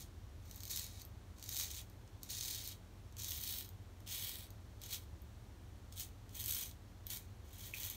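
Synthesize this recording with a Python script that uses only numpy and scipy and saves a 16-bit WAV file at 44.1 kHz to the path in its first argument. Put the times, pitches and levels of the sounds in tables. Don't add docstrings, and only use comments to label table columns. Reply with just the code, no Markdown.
import sys
import numpy as np
from scipy import signal
from scipy.fft import rfft, irfft
from scipy.io import wavfile
from scipy.ndimage import uniform_filter1d

SR = 44100
rng = np.random.default_rng(int(sys.argv[2]) if len(sys.argv) > 2 else 0)


def to_wav(s):
    ch = np.atleast_2d(s).T
    pcm = np.round(np.clip(ch, -1, 1) * 32767)
    wavfile.write(sys.argv[1], SR, pcm.astype(np.int16))


def invert_db(x):
    u = np.asarray(x, float) / 20
    return 10 ** u


N = 351036


def evened(x):
    return x / np.sqrt(np.mean(x ** 2) + 1e-20)


def read(points, hz):
    f, value = np.transpose(points)
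    return np.interp(np.log(hz + 1), np.log(f + 1), value)


def resonate(x, hz, width):
    r, w = np.exp(-np.pi * width / SR), 2 * np.pi * hz / SR
    gain = (1 - r * r) / 2
    return signal.lfilter([gain, 0, -gain], [1, -2 * r * np.cos(w), r * r], x)


def drift(per_s):
    span = int(SR / per_s)
    wander = uniform_filter1d(rng.standard_normal(N), span)
    return evened(uniform_filter1d(wander, span))


def ring(clicks, modes, uneven_db=4.5):
    out, energy = np.zeros(N), 0
    for hz, width, db in modes:
        strike = invert_db(uneven_db * rng.standard_normal(N)) * rng.choice([-1., 1.], N)
        out += invert_db(db) * resonate(clicks * strike, hz, width) / np.sqrt(width)
        energy += invert_db(2 * db)
    uneven_gain = invert_db(uneven_db ** 2 * np.log(10) / 20)
    return out * np.sqrt(SR / np.pi / energy) / uneven_gain


# f/Hz, level/dB per Hz
AIR = [(130, -4), (150, -16), (170, -0.5), (350, -3.5), (420, -7.5), (800, -11), (1500, -16), (2700, -21),
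       (3400, -20), (6200, -23), (8500, -27.5), (12000, -28.5), (16000, -31.5)]
# f/Hz, width/Hz, level/dB
RUMBLE = [(44, 14, -80), (69.4, 15.3, -60), (33.2, 10, -76), (101.9, 17.2, -59.5), (116.7, 16, -73),
          (207.3, 11, -79.5)]
# t/s, level/dB
PASSING = [(0, 4.5), (3, -2.5), (3.3, 6), (3.6, -2), (4.75, 0), (5.05, 5.5), (5.3, 5), (5.55, 1),
           (7.96, -1.5)]
# f/Hz, level/dB rms
HUM = [
    (45.1, -62),
    (90.1, -61),
    (179.9, -75),
]
AIR_DB = -63.5


def room_tone():
    hz, t = np.fft.rfftfreq(N, 1 / SR), np.arange(N) / SR
    hiss = irfft(rfft(rng.standard_normal(N)) * invert_db(read(AIR, hz)) * (hz > 125), N)
    modes = []
    for f, width, db in RUMBLE:
        mode = resonate(resonate(rng.standard_normal(N), f, width), f, 1.73 * width)
        modes.append(invert_db(db) * evened(mode))
    modes[1] *= invert_db(np.interp(t, *np.transpose(PASSING)))
    hum = np.zeros(N)
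    for f, db in HUM:
        level = np.sqrt(2) * invert_db(db + 0.5 * drift(2.2))
        hum += level * np.sin(2 * np.pi * (f * t + rng.random()))
    return invert_db(AIR_DB) * evened(hiss) + sum(modes) + hum


# t/s, level/dB
JAW = [
    [(0.0, -57.5), (0.024, -58), (0.05, -73), (0.09, -82)],
    [(0.42, -74), (0.508, -65.5), (0.658, -60.5), (0.692, -57), (0.7, -45.5), (0.82, -49), (0.918, -62.5),
     (1.014, -57.5), (1.058, -81)],
    [(1.36, -72), (1.402, -65.5), (1.516, -49), (1.59, -45), (1.6, -40.5), (1.642, -45), (1.676, -53.5),
     (1.8, -50), (1.86, -88)],
]
# t/s, level/dB
CHIN = [
    [(2.217, -75), (2.222, -66), (2.288, -60), (2.3, -44.5), (2.368, -47.5), (2.516, -44.5), (2.586, -50),
     (2.72, -51.5), (2.765, -80)],
    [(3.166, -72), (3.19, -49), (3.206, -51), (3.316, -47.5), (3.358, -49), (3.418, -51), (3.488, -44.5),
     (3.61, -49.5), (3.704, -76)],
    [(4.062, -64), (4.068, -59.5), (4.112, -48.5), (4.18, -49), (4.28, -48.5), (4.44, -59.5), (4.462, -64),
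     (4.492, -82)],
    [(4.79, -84), (4.828, -57.5), (4.878, -60.5), (4.94, -44), (5.008, -76.5), (5.04, -67)],
]
# t/s, level/dB
NECK = [
    [(5.916, -85), (5.921, -64), (5.954, -72), (5.959, -58.5), (6.006, -46), (6.04, -57.5), (6.09, -71)],
    [(6.29, -77), (6.343, -66), (6.348, -55.5), (6.4, -51.5), (6.452, -53), (6.46, -49), (6.51, -45.5),
     (6.634, -48.5), (6.738, -77)],
    [(7.05, -87), (7.068, -66), (7.086, -65), (7.104, -50), (7.132, -46.5), (7.178, -53.5), (7.19, -64),
     (7.26, -74)],
    [(7.44, -76), (7.636, -57.5), (7.666, -56.5), (7.726, -68), (7.742, -56.5), (7.776, -54.5),
     (7.842, -50.5), (7.908, -54), (7.96, -63)],
]
# 4 kHz rings/dB, 6-7 kHz rings/dB, their change by the lift/dB,
# 8-11 kHz rings/dB
ANGLES = [(3.5, 1.5, -7, 3.5), (2.5, 0.5, -3, -1), (1.5, 1, -2, -1), (1.7, -2.2, -4, -2),
          (1, -4.4, -17, -1.5), (2, -5, -15, 2.5), (3, 0, -2, 2.5), (1, 0, 0, 3.5), (0, 0, -1, 3),
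          (0, -0.5, 0, 2), (1.5, 2, -1, 2.5)]
# bare edge at landing/dB, at lift/dB, hollow cartridge at landing/dB,
# at lift/dB, cheek drum/dB
ROLLS = [(-4, -7, -11, -7, -15), (-4, -10.5, -25, -14, -14.5), (-8, -8, -21, -8, -14.5),
         (-10.5, -8, -19, -9.5, -16), (-5, -4, -10, -9.5, -16), (-2, -4, -1.5, -9, -11.5),
         (-8, -2, -4.5, -5, -10), (-3, -5, -5, -11, -15.5), (-0.5, -3, -4.5, -7, -12.5),
         (-3, -4, -1, -19, -12), (-2, 0, -5, -3.5, -9.5)]
FIRM_DB = -47.5
CHEEK_SLACK, CARTRIDGE_SLACK, EDGE_SLACK = 0.18, 0.09, -0.099
EDGE_ARCH_DB = 2.5


def stroke_controls():
    t, controls = np.arange(N) / SR, np.zeros((7, N))
    for rows, angle, rolling in zip(JAW + CHIN + NECK, ANGLES, ROLLS):
        low, mid, mid_change, high = angle
        edge_land, edge_lift, cartridge_land, cartridge_lift, cheek = rolling
        s, db = np.transpose(rows)
        inside = (t >= s[0]) & (t <= s[-1])
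        pressure = np.interp(t[inside], s, db)
        roll = (t[inside] - s[0]) / (s[-1] - s[0])
        slack = FIRM_DB - pressure
        edge = edge_land + (edge_lift - edge_land) * roll
        edge += EDGE_ARCH_DB * np.sin(np.pi * roll) + EDGE_SLACK * slack
        cartridge = cartridge_land + (cartridge_lift - cartridge_land) * roll + CARTRIDGE_SLACK * slack
        parts = [0, low, mid + mid_change * (roll - 0.5), high, edge, cartridge, cheek + CHEEK_SLACK * slack]
        for k, part_db in enumerate(parts):
            controls[k, inside] = invert_db(pressure + part_db)
    return controls


# f/Hz, width/Hz, level/dB
BLADES = [(4240, 130, -10), (4406, 150, -2.5), (3870, 350, 0), (5120, 680, 0), (5910, 250, -3.5),
          (6340, 200, -0.5), (6760, 77, -3), (7220, 210, -3.5), (7890, 440, -4.5), (8760, 260, -5),
          (9660, 700, -4), (10820, 320, -6.5)]
# f/Hz, width/Hz, level/dB
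EDGE = [(11600, 1200, -7), (12700, 1200, -3), (13700, 1200, -2), (14700, 1200, -2), (15700, 1200, 0)]
# f/Hz, width/Hz, level/dB
CARTRIDGE = [(2977, 160, 2), (3276, 88, -0.5), (3407, 230, 5.5), (3380, 310, -2.5)]
# f/Hz, width/Hz, level/dB
CHEEK = [(2384, 110, 5.5), (2236, 72, 1.5), (1906, 330, 3.5), (1500, 410, -6), (940, 480, -0.5)]
HAIRS_PER_S, HAIR_SPREAD_DB, CLUMP_DB = 2600, 2.5, -0.5
TUFTS_PER_S, TUFT_DECAY_S = 110, 0.0022


def stubble(controls, thick_at, thick_tuft):
    tufts = rng.random(N) * (rng.random(N) < TUFTS_PER_S / SR)
    tufts[thick_at] = thick_tuft
    tufts = signal.lfilter([1], [1, -np.exp(-1 / (TUFT_DECAY_S * SR))], tufts)
    thickness = np.minimum(rng.exponential(1, N), 2.2)
    size = invert_db(HAIR_SPREAD_DB * thickness + CLUMP_DB * drift(34)) * (1 + 0.86 * tufts)
    hairs = size * (rng.random(N) < HAIRS_PER_S / SR)
    hairs /= np.sqrt(uniform_filter1d(hairs ** 2, 1800) + 1e-9)
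    low, mid, high, edge, cartridge, cheek = controls[1:] * hairs
    out = invert_db(-6.5) * ring(low, BLADES[:4])
    out += invert_db(-5.5) * ring(mid, BLADES[4:8])
    out += invert_db(-7.5) * ring(high, BLADES[8:])
    out += ring(edge, EDGE)
    out += invert_db(-2.0) * ring(cartridge, CARTRIDGE)
    return out + invert_db(-2.0) * ring(cheek, CHEEK)


# t/s, peak level/dB, brightness/dB
TOUCHES = [(0.512, -35.5, -6), (0.545, -43, -4), (0.5606, -38, 10), (0.605, -37, -5), (0.6342, -32, -5),
           (0.6533, -33, -2), (0.6785, -33, -2), (1.0177, -37, -1), (1.0512, -38.5, 7), (1.3966, -43, -8),
           (1.4266, -33.5, -6), (1.8993, -49, 2), (2.077, -50, -20), (2.2322, -30, -2), (3.1248, -48, -9),
           (3.1683, -36.5, -10), (3.6906, -40, 3), (4.0043, -46.5, -6), (4.0764, -31, -13),
           (4.5047, -40.5, -2), (4.8166, -36.5, -6), (4.8367, -33.5, -4), (5.2191, -48, 14),
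           (5.925, -39, -12), (6.293, -45, -12), (6.3507, -41, 0), (6.713, -39, -16), (7.0683, -29, 7),
           (7.531, -45, 2), (1.44, -35, -3)]
# t/s, peak level/dB, brightness/dB
THICKEST = [(0.7095, -31, -4), (0.7614, -24, -2), (0.7734, -24.5, -5), (1.4913, -27.5, 0), (1.546, -29, 0),
            (1.5672, -24.5, -8), (1.598, -27, -5), (1.7132, -31, -10), (1.61, -30, -6), (2.3849, -29, -15),
            (2.4102, -24.5, -21), (0.795, -24, -10), (2.6763, -29, 6), (3.2207, -32, -8),
            (3.2452, -27, -12), (3.292, -26, -12), (3.3192, -26, -11), (3.307, -30, 0), (3.4372, -28, 2),
            (3.587, -35, 5), (4.3562, -36, 11), (6.494, -26, 10), (6.401, -33, -6), (6.44, -30, -2),
            (6.46, -24, 2), (6.6128, -30, 13), (7.1034, -29, -2), (7.801, -32, 8), (7.8327, -28.5, -10),
            (7.9, -28, 11)]
THICK_PER_S, THICK_OVER_DB, THICK_SPREAD_DB = 70, 12.5, 2.5
THICK_BRIGHT_DB, THICK_BRIGHT_SPREAD_DB = 5.0, 5
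THICK_SLACK = 0.2
LISTED_TUFT, CHANCE_TUFT = 1.3, 0.96


def single_snaps(controls):
    s, db, bright_db = np.transpose(TOUCHES + THICKEST)
    at = np.flatnonzero((rng.random(N) < THICK_PER_S / SR) & (controls[0] > 0))
    pressure = 20 * np.log10(controls[0, at])
    at_db = pressure + THICK_SLACK * np.clip(FIRM_DB - pressure, 0, 12) + THICK_OVER_DB
    at_db += THICK_SPREAD_DB * rng.standard_normal(len(at))
    at_bright = 20 * np.log10(controls[4, at] / controls[0, at]) + THICK_BRIGHT_DB
    at_bright += THICK_BRIGHT_SPREAD_DB * rng.standard_normal(len(at))
    tuft = np.r_[np.full(len(s), LISTED_TUFT), np.full(len(at), CHANCE_TUFT)]
    return np.r_[(s * SR).astype(int), at], np.r_[db, at_db], np.r_[bright_db, at_bright], tuft


def snaps(at, db, bright_db):
    dull_db = db - 10 * np.log10(1 + invert_db(2 * bright_db))
    dull, bright = np.zeros((2, N))
    dull[at] = invert_db(dull_db)
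    bright[at] = invert_db(dull_db + bright_db)
    splinter = np.exp(-np.arange(90) / 64.0) * rng.standard_normal((2, 90)) * 0.15
    splinter[:, 0] = 1
    dull, bright = signal.oaconvolve([dull, bright], splinter, axes=1)[:, :N]
    crack = invert_db(6.5) * (resonate(dull, 4500, 1800) - resonate(dull, 7300, 2700))
    crack += invert_db(13.5) * resonate(resonate(bright, 13600, 5000), 14100, 5400)
    return crack + invert_db(1.5) * ring(dull, BLADES, 0.5) + invert_db(-7.5) * ring(dull, CARTRIDGE, 2.5)


# f/Hz, t60/s
WALLS = [
    (1000, 0.26),
    (4000, 0.17),
    (15000, 0.17),
]
WALLS_DB = -6


def walls(x):
    taps, spacing = np.zeros(SR // 2), 20
    at = np.arange(60, len(taps) - spacing, spacing)
    taps[at + rng.integers(0, spacing, len(at))] = rng.choice([-1., 1.], len(at))
    hz, t, bands = signal.stft(taps, SR, nperseg=128)
    decay = invert_db(-60 * t / read(WALLS, hz)[:, None])
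    tail = signal.istft(bands * decay, SR, nperseg=128)[1]
    return signal.fftconvolve(x, tail / np.linalg.norm(tail))[:N]


# t/s, level/dB
PIVOT = [
    (7.7375, -33),
    (7.7465, -48),
]
# f/Hz, level/dB, t60/s
PIVOT_MODES = [
    (2428, -7, 0.07),
    (2340, -9, 0.03),
    (2530, -4, 0.036),
    (3400, -13, 0.01),
    (7250, -17, 0.008),
]


def pivot():
    t, out = np.arange(5000) / SR, np.zeros(N)
    click = np.zeros(len(t))
    for hz, db, t60 in PIVOT_MODES:
        click += invert_db(db - 60 * t / t60) * np.sin(2 * np.pi * hz * t)
    click *= np.minimum(t / 0.00091, 1)
    for s, db in PIVOT:
        out[int(s * SR):][:len(t)] += invert_db(db) * click
    return out


def scene():
    controls = stroke_controls()
    at, db, bright_db, tuft = single_snaps(controls)
    razor = stubble(controls, at, tuft) + snaps(at, db, bright_db) + pivot()
    return (room_tone() + razor + invert_db(WALLS_DB) * walls(razor))[None]


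def low_pass(x):
    return signal.sosfilt(signal.butter(12, 16750, fs=SR, output="sos"), x)


# f/Hz, width/Hz, level/dB
LID_DIPS = [
    (4950, 250, -3),
    (10500, 450, -4),
]
EDGE_HZ = 15830


def record(dry):
    hz = np.fft.rfftfreq(N, 1 / SR)
    colour_db = np.zeros(len(hz))
    for f, width, db in LID_DIPS:
        colour_db += db * np.exp(-0.5 * ((hz - f) / width) ** 2)
    colour_db -= np.clip((hz - EDGE_HZ + 120) * 0.45, 0, 70)
    mix = irfft(rfft(dry) * invert_db(colour_db), N)
    return low_pass(mix)


dry = scene()
out = record(dry)
to_wav(out)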